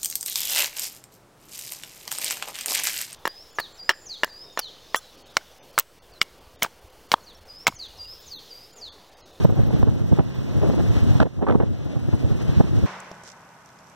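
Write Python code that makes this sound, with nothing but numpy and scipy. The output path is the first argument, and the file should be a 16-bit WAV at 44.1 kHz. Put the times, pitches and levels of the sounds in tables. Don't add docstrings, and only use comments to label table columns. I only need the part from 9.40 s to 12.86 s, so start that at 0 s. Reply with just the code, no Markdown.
import sys
import numpy as np
from scipy import signal
from scipy.fft import rfft, irfft
from scipy.io import wavfile
from scipy.ndimage import uniform_filter1d

SR = 44100
rng = np.random.default_rng(int(sys.argv[2]) if len(sys.argv) > 2 else 0)


def to_wav(sig):
    pcm = np.clip(np.atleast_2d(sig), -1, 1) * 32767
    pcm = np.round(pcm).astype(np.int16)
    wavfile.write(sys.argv[1], SR, pcm.T)


def convert_level_to_amplitude(level_db):
    exponent = np.asarray(level_db, float) / 20
    return 10 ** exponent


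N = 152586
T = np.arange(N) / SR
HZ = np.fft.rfftfreq(N, 1 / SR)


def evened(x):
    return x / np.sqrt(np.mean(x ** 2) + 1e-20)


def filtered(x, response):
    return irfft(rfft(x) * response, N)


def noise(colour):
    hz, level_db = np.transpose(colour)
    response_db = np.interp(np.log(HZ + 1), np.log(hz + 1), level_db)
    return evened(filtered(rng.standard_normal(N), convert_level_to_amplitude(response_db)))


def wander(top_hz):
    return evened(filtered(rng.standard_normal(N), 1 / (1 + (HZ / top_hz) ** 4)))


def complex_wander(width_hz):
    return wander(width_hz) + 1j * wander(width_hz)


def hum():
    hum_hz, width_hz, level_db, steady = 129, 12.0, -31, 3.64
    flutter = steady + complex_wander(width_hz)
    return convert_level_to_amplitude(level_db) * (flutter * np.exp(2j * np.pi * hum_hz * T)).real


# [hz, level_db]
HISS_COLOUR = [(200, -6.5), (700, -5.5), (1500, -9.5), (3000, -13.5), (6600, -21), (7600, -27.5),
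               (10000, -33.5), (16000, -34.5)]
# [time_s, left_db, right_db]
HISS_LEVEL = [(0, -40.5, -35.5), (.5, -38.5, -38.5), (1.0, -38, -33.5), (1.498, -35, -34.5),
              (2.3, -36.5, -37), (2.9, -34.5, -35), (3.46, -35, -31.5)]


def hiss():
    split_hz, patchy_db, treble_patch_hz, body_patch_hz = 5800, 1.82, 38.0, 15.5
    right_treble_db, right_treble_hz = 3.0, 11500
    treble_patches = convert_level_to_amplitude(patchy_db * wander(treble_patch_hz))
    time_s, *levels_db = np.transpose(HISS_LEVEL)
    out = []
    for level_db in levels_db:
        x = noise(HISS_COLOUR)
        treble = filtered(x, 1 / (1 + (split_hz / (HZ + 1)) ** 4))
        body = (x - treble) * convert_level_to_amplitude(patchy_db * wander(body_patch_hz))
        out.append(convert_level_to_amplitude(np.interp(T, time_s, level_db)) * (body + treble * treble_patches))
    out[1] = filtered(out[1], convert_level_to_amplitude(right_treble_db / (1 + (right_treble_hz / (HZ + 1)) ** 10)))
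    return np.array(out)


# [time_s, passes_count]
ROTOR = [(-.066, 0), (.671, 13), (1.12, 21), (1.415, 26), (1.8, 32), (2.084, 36), (2.6, 43), (3.505, 55)]
# [hz_per_pass_rate, base_hz, width_hz, level_db, fall_share, lead_s]
WHISTLES = [
    (150, 11600, 900, -51, .08, 0),
    (480, 3300, 300, -56, .05, 0),
    (150, 8800, 500, -58, -.03, .02),
]
# [time_s, upper_db, lower_db, rising_db]
YAW = [(0, 1, -2, 0), (.33, 4, 0, 2), (.45, -4, 0, 0), (.9, -4, -2, 0), (.97, 5, -4, -2), (1.1, -1, -3, -3),
       (1.9, -6, -1, -5), (3.46, -3, 1, -2)]


def whistles():
    whistle_s, late_s, pitch_spread, vary_db = .004, .002, .04, 2.5
    left_db, right_db = -7., 1.5
    passes = np.interp(T, *np.transpose(ROTOR))
    rate_hz = uniform_filter1d(np.gradient(passes) * SR, size=9000)
    nearest = np.round(passes).astype(int)
    since_s = (passes - nearest) / rate_hz
    yaw_s, *yaws_db = np.transpose(YAW)
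    out = np.zeros(N)
    for row, yaw_db in zip(WHISTLES, yaws_db):
        hz_per_rate, base_hz, width_hz, level_db, fall_share, lead_s = row
        pitch, level, late, glide = rng.standard_normal((60, 4))[nearest].T
        u = (since_s + lead_s - late_s * late) / whistle_s
        bend = 1 + pitch_spread * pitch - fall_share * (1 + glide) * np.tanh(u / 2)
        hz = (base_hz + hz_per_rate * rate_hz) * bend
        tone = (complex_wander(width_hz) * np.exp(2j * np.pi * np.cumsum(hz) / SR)).real
        pass_db = level_db + np.interp(T, yaw_s, yaw_db) + vary_db * level
        out += convert_level_to_amplitude(pass_db) * np.exp(-.5 * u ** 2) * tone
    return out * convert_level_to_amplitude([[left_db], [right_db]])


# [hz, level_db]
RUMBLE = [(20, -55), (55, -1), (130, -3.5), (300, -11), (600, -25), (1200, -49), (2500, -55.5),
          (16000, -74)]
# [time_s, left_db, right_db]
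FLOW = [(0, -21.5, -15.5), (.6, -16, -18.5), (1.05, -18, -20), (1.3, -12.5, -15), (1.7, -18.5, -26.5),
        (1.9, -27, -18.5), (2.1, -11, -5), (2.4, -15, -19.5), (2.9, -17, -15.5), (3.46, -15.5, -20)]


def flow():
    shared, lag_s, lumpy_db, lumps_hz = 0.36, 0.0014, 2.6, 40
    time_s, left_db, right_db = np.transpose(FLOW)
    left, own = noise(RUMBLE), noise(RUMBLE)
    ahead = filtered(left, np.exp(2j * np.pi * HZ * lag_s))
    right = shared * ahead + np.sqrt(1 - shared ** 2) * own
    out = []
    for x, level_db in ((left, left_db), (right, right_db)):
        lumpy = evened(x * convert_level_to_amplitude(lumpy_db * wander(lumps_hz)))
        out.append(convert_level_to_amplitude(np.interp(T, time_s, level_db)) * lumpy)
    return np.array(out)


# [peak_s, length_s, level_db, bright_hz]
SLAPS = [
    (0.051, 0.0074, -3.5, 682),
    (.430, 0.0026, -1.5, 770),
    (1.803, 0.0032, 3, 1200),
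    (2.087, 0.0043, 4, 1520),
    (2.202, 0.0021, -0.5, 1000),
    (3.204, 0.008, -1, 590),
]
# [peak_s, length_s, level_db, bright_hz]
SNAPS = [(.098, 0.0019, -12.5, 890), (.175, .004, -14, 800), (.308, 0.0044, -12, 800),
         (.474, 0.0038, -11.5, 900), (.603, .004, -18, 700), (.714, 0.0043, -2, 402),
         (.728, .004, -1.5, 504), (.776, 0.0035, -13, 900), (.793, 0.0028, 0, 810), (1.337, .003, -17, 880),
         (1.381, .003, -11, 890), (1.804, .005, -3, 400), (1.819, 0.006, -7.5, 1010),
         (1.829, 0.0044, -3.5, 1200), (1.992, 0.0054, -10, 800), (2.023, 0.0043, -1.5, 890),
         (2.07, 0.0053, 2, 1080), (2.077, 0.0049, 3, 900), (2.099, 0.0032, 2.5, 1300),
         (2.11, 0.0036, 3, 1110), (2.124, 0.0044, 2, 1100), (2.15, 0.0047, 3.5, 900),
         (2.225, 0.0029, -5.5, 1100), (2.362, .004, -17, 700), (2.73, 0.0047, -12, 694),
         (2.804, .004, -19, 700), (2.848, .004, -17, 700), (3.242, 0.0035, -12, 700),
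         (2.156, .005, 10.5, 453), (3.207, .008, 1.5, 395), (.051, .004, -7.5, 704),
         (2.015, 0.0071, -7, 700), (1.803, 0.0017, -9, 3430), (1.815, .008, -18, 2970),
         (1.829, 0.0025, -13.5, 2970), (.43, 0.0021, -20, 2500), (.794, .002, -18, 2800),
         (2.11, .003, -9, 2800), (2.125, .003, -8.5, 2800), (.729, .006, -2, 330), (2.14, .012, -1, 650)]


def slaps(rows):
    size = 2048
    out = np.zeros(N)
    offset_s = (np.arange(size) - size // 2) / SR
    for peak_s, length_s, level_db, bright_hz in rows:
        b, a = signal.butter(3, [150, bright_hz], "band", fs=SR)
        x = signal.lfilter(b, a, rng.standard_normal(size))
        x = x * np.exp(-.5 * (offset_s / (.5 * length_s)) ** 2)
        start = round(peak_s * SR) - size // 2
        out[start:][:size] += convert_level_to_amplitude(level_db) * x / abs(x).max()
    return out


# [hz, level_db]
THUMP = [(20, -8), (40, -11), (60, 6.5), (110, 7.5), (200, -2.5), (350, -11.5), (700, -67)]
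CRACKLE = [(100, -9.5), (220, 3.5), (430, 0.5), (900, -14.5), (1500, -26), (3000, -37.5), (6000, -74),
           (16000, -100)]
# [peak_s, length_s, thump_db, crackle_db]
LEFT_GUSTS = [(0.045, 0.018, -38, -37), (0.1, 0.022, -7, -14), (0.125, 0.0044, 0.5, -17.5),
              (0.183, 0.048, -6, -16.5), (0.236, 0.0047, -3.5, -21), (0.283, 0.073, -12, -23.5),
              (0.401, 0.022, -6.5, -36), (0.437, 0.012, -24, -40), (0.519, 0.025, -7, -28),
              (0.685, 0.023, -15, -24.5), (1.174, 0.031, -4.5, -21), (1.236, 0.04, -9.5, -11),
              (1.303, 0.021, -20, -12), (1.339, 0.0095, -28, -11.5), (1.387, 0.024, -26, -24),
              (1.471, 0.032, -35, -40), (1.565, 0.023, -6.5, -19.5), (1.695, 0.056, -5.5, -24),
              (1.803, 0.0079, -3, -42), (1.976, 0.028, -6, -40), (2.18, 0.034, -6, -17),
              (2.236, 0.0058, -7, -20), (2.27, 0.013, -7, -46), (2.305, 0.044, -4, -35),
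              (2.462, 0.023, -6.5, -22), (2.686, 0.01, -5, -18), (2.737, 0.019, 2.5, -13),
              (3.09, 0.014, -4, -22), (3.327, 0.043, -7, -25), (3.387, 0.013, -18, -34),
              (3.434, 0.027, -4.5, -26),
    (1.265, 0.021, -26, -15),
    (1.4, 0.023, -16, -17),
    (2.5, 0.041, -15, -21),
]
RIGHT_GUSTS = [(0.052, 0.0092, 4, -11), (0.195, 0.028, -2.5, -18), (0.341, 0.033, -6.5, -20),
               (0.387, 0.04, -30, -35), (0.435, 0.012, 3.5, -15.5), (0.481, 0.022, 0, -11),
               (0.62, 0.053, -6.5, -29), (0.727, 0.02, 3.5, -12.5), (0.796, 0.022, 3, -6),
               (0.988, 0.013, -8, -24.5), (1.403, 0.021, -5.5, -30), (1.505, 0.02, -1.5, -19),
               (1.634, 0.027, -6.5, -37), (1.759, 0.019, -5.5, -20.5), (1.804, 0.0063, -37, -13),
               (2.026, 0.024, -19, -0.5), (2.104, 0.055, -0.5, -0.5), (2.155, 0.0077, 4, 1.5),
               (2.207, 0.015, 3, 0.5), (2.561, 0.03, -5, -18), (2.602, 0.007, -33, -32),
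               (2.653, 0.032, -11.5, -39), (2.853, 0.042, -3, -23), (2.917, 0.027, -5, -21.5),
               (2.954, 0.014, -6, -31), (3.101, 0.02, -8.5, -31), (3.174, 0.026, -1, -31),
               (3.207, 0.01, 4, -4), (3.246, 0.015, -4.5, -12.5), (3.378, 0.038, -3.5, -20),
               (1.826, 0.048, -4, -9.5),
    (1.862, 0.017, -2, -5.5),
    (1.809, 0.0083, -13, -10),
    (2.233, 0.017, -2, -4),
    (3.44, 0.027, -1, -17),
    (2.04, 0.015, -13, -6.5),
    (2, 0.015, -2, -22),
]


def gusts(rows):
    grit_db, grit_hz, rise_share = 3.0, 300, 0.71
    out = np.zeros(N)
    low = noise(THUMP)
    high = noise(CRACKLE) * convert_level_to_amplitude(grit_db * wander(grit_hz))
    for peak_s, length_s, thump_db, crackle_db in rows:
        first = max(round((peak_s - 3 * length_s) * SR), 0)
        near = slice(first, round((peak_s + 3 * length_s) * SR))
        skew = np.where(T[near] < peak_s, rise_share, 1)
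        for x, level_db, width in ((low, thump_db, .46), (high, crackle_db, .44)):
            bell = np.exp(-.5 * ((T[near] - peak_s) / (width * length_s * skew)) ** 2)
            burst = bell * x[near]
            out[near] += convert_level_to_amplitude(level_db) * burst / np.sqrt(np.sum(burst ** 2) / np.sum(bell ** 2))
    return out


def scene():
    left = gusts(LEFT_GUSTS)
    right = gusts(RIGHT_GUSTS) + slaps(SLAPS) + slaps(SNAPS)
    return hum() + hiss() + whistles() + flow() + np.array([left, right])


# [time_s, drop_db]
DUCKS = [
    (.053, 6.5),
    (0.434, 4),
    (.6, 2.5),
    (0.794, 3),
    (1.788, 4.),
    (1.835, 12.5),
    (2.156, 0),
    (3.212, 4.5),
]


def duck(x):
    start_db, recover_db_per_s, duck_s = -3.5, 9.0, 0.0032
    gain_db = start_db + recover_db_per_s * T
    for time_s, drop_db in DUCKS:
        gain_db = gain_db - drop_db / (1 + np.exp(np.clip((time_s - T) / duck_s * 4, -50, 50)))
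    return x * convert_level_to_amplitude(gain_db)


def cross_subtract(x):
    share, fade_hz, lag_samples, lag_shrink = .82, 13700, 18.95, 0.067
    lag = lag_samples - lag_shrink * (HZ / 14000) ** 2
    cross = share / (1 + (HZ / fade_hz) ** 4) * np.exp(-2j * np.pi * HZ * lag / SR)
    return x - filtered(x[::-1], cross)


def gate(x):
    gate_db, treble_db, vary_db = -19, 11, 3.5
    mid_side = np.array([x[0] + x[1], x[0] - x[1]]) / 2
    z = signal.stft(mid_side, nperseg=2048)[2][:, :1024]
    power = (abs(z) ** 2).reshape(2, 256, 4, -1).mean(2)
    power = uniform_filter1d(power, size=3, axis=2)
    around = np.exp(uniform_filter1d(np.log(power.max(0) + 1e-20), size=40, axis=0))
    mood = uniform_filter1d(rng.standard_normal(power.shape), size=3, axis=2)
    mood = evened(uniform_filter1d(mood, size=4, axis=1))
    tilt = np.minimum(np.arange(256) / 105, 1)[:, None] ** 1.5
    keep = power > around * convert_level_to_amplitude(gate_db + treble_db * tilt + vary_db * mood) ** 2
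    keep[:, :16] = True
    kept = np.pad(z * np.repeat(keep, 4, axis=1), ((0, 0), (0, 1), (0, 0)))
    mid, side = signal.istft(kept, nperseg=2048)[1][:, :N]
    return np.array([mid + side, mid - side])


def band_limit(x):
    return signal.sosfilt(signal.butter(12, 16420, fs=SR, output="sos"), x)


def record(dry):
    limit, edge_hz = 1.25, 15800
    x = duck(dry) * signal.windows.tukey(N, 100 / N)
    x = limit * np.tanh(cross_subtract(x) / limit)
    mix = gate(filtered(x, HZ < edge_hz))
    return band_limit(mix)


dry = scene()
out = record(dry)
to_wav(out)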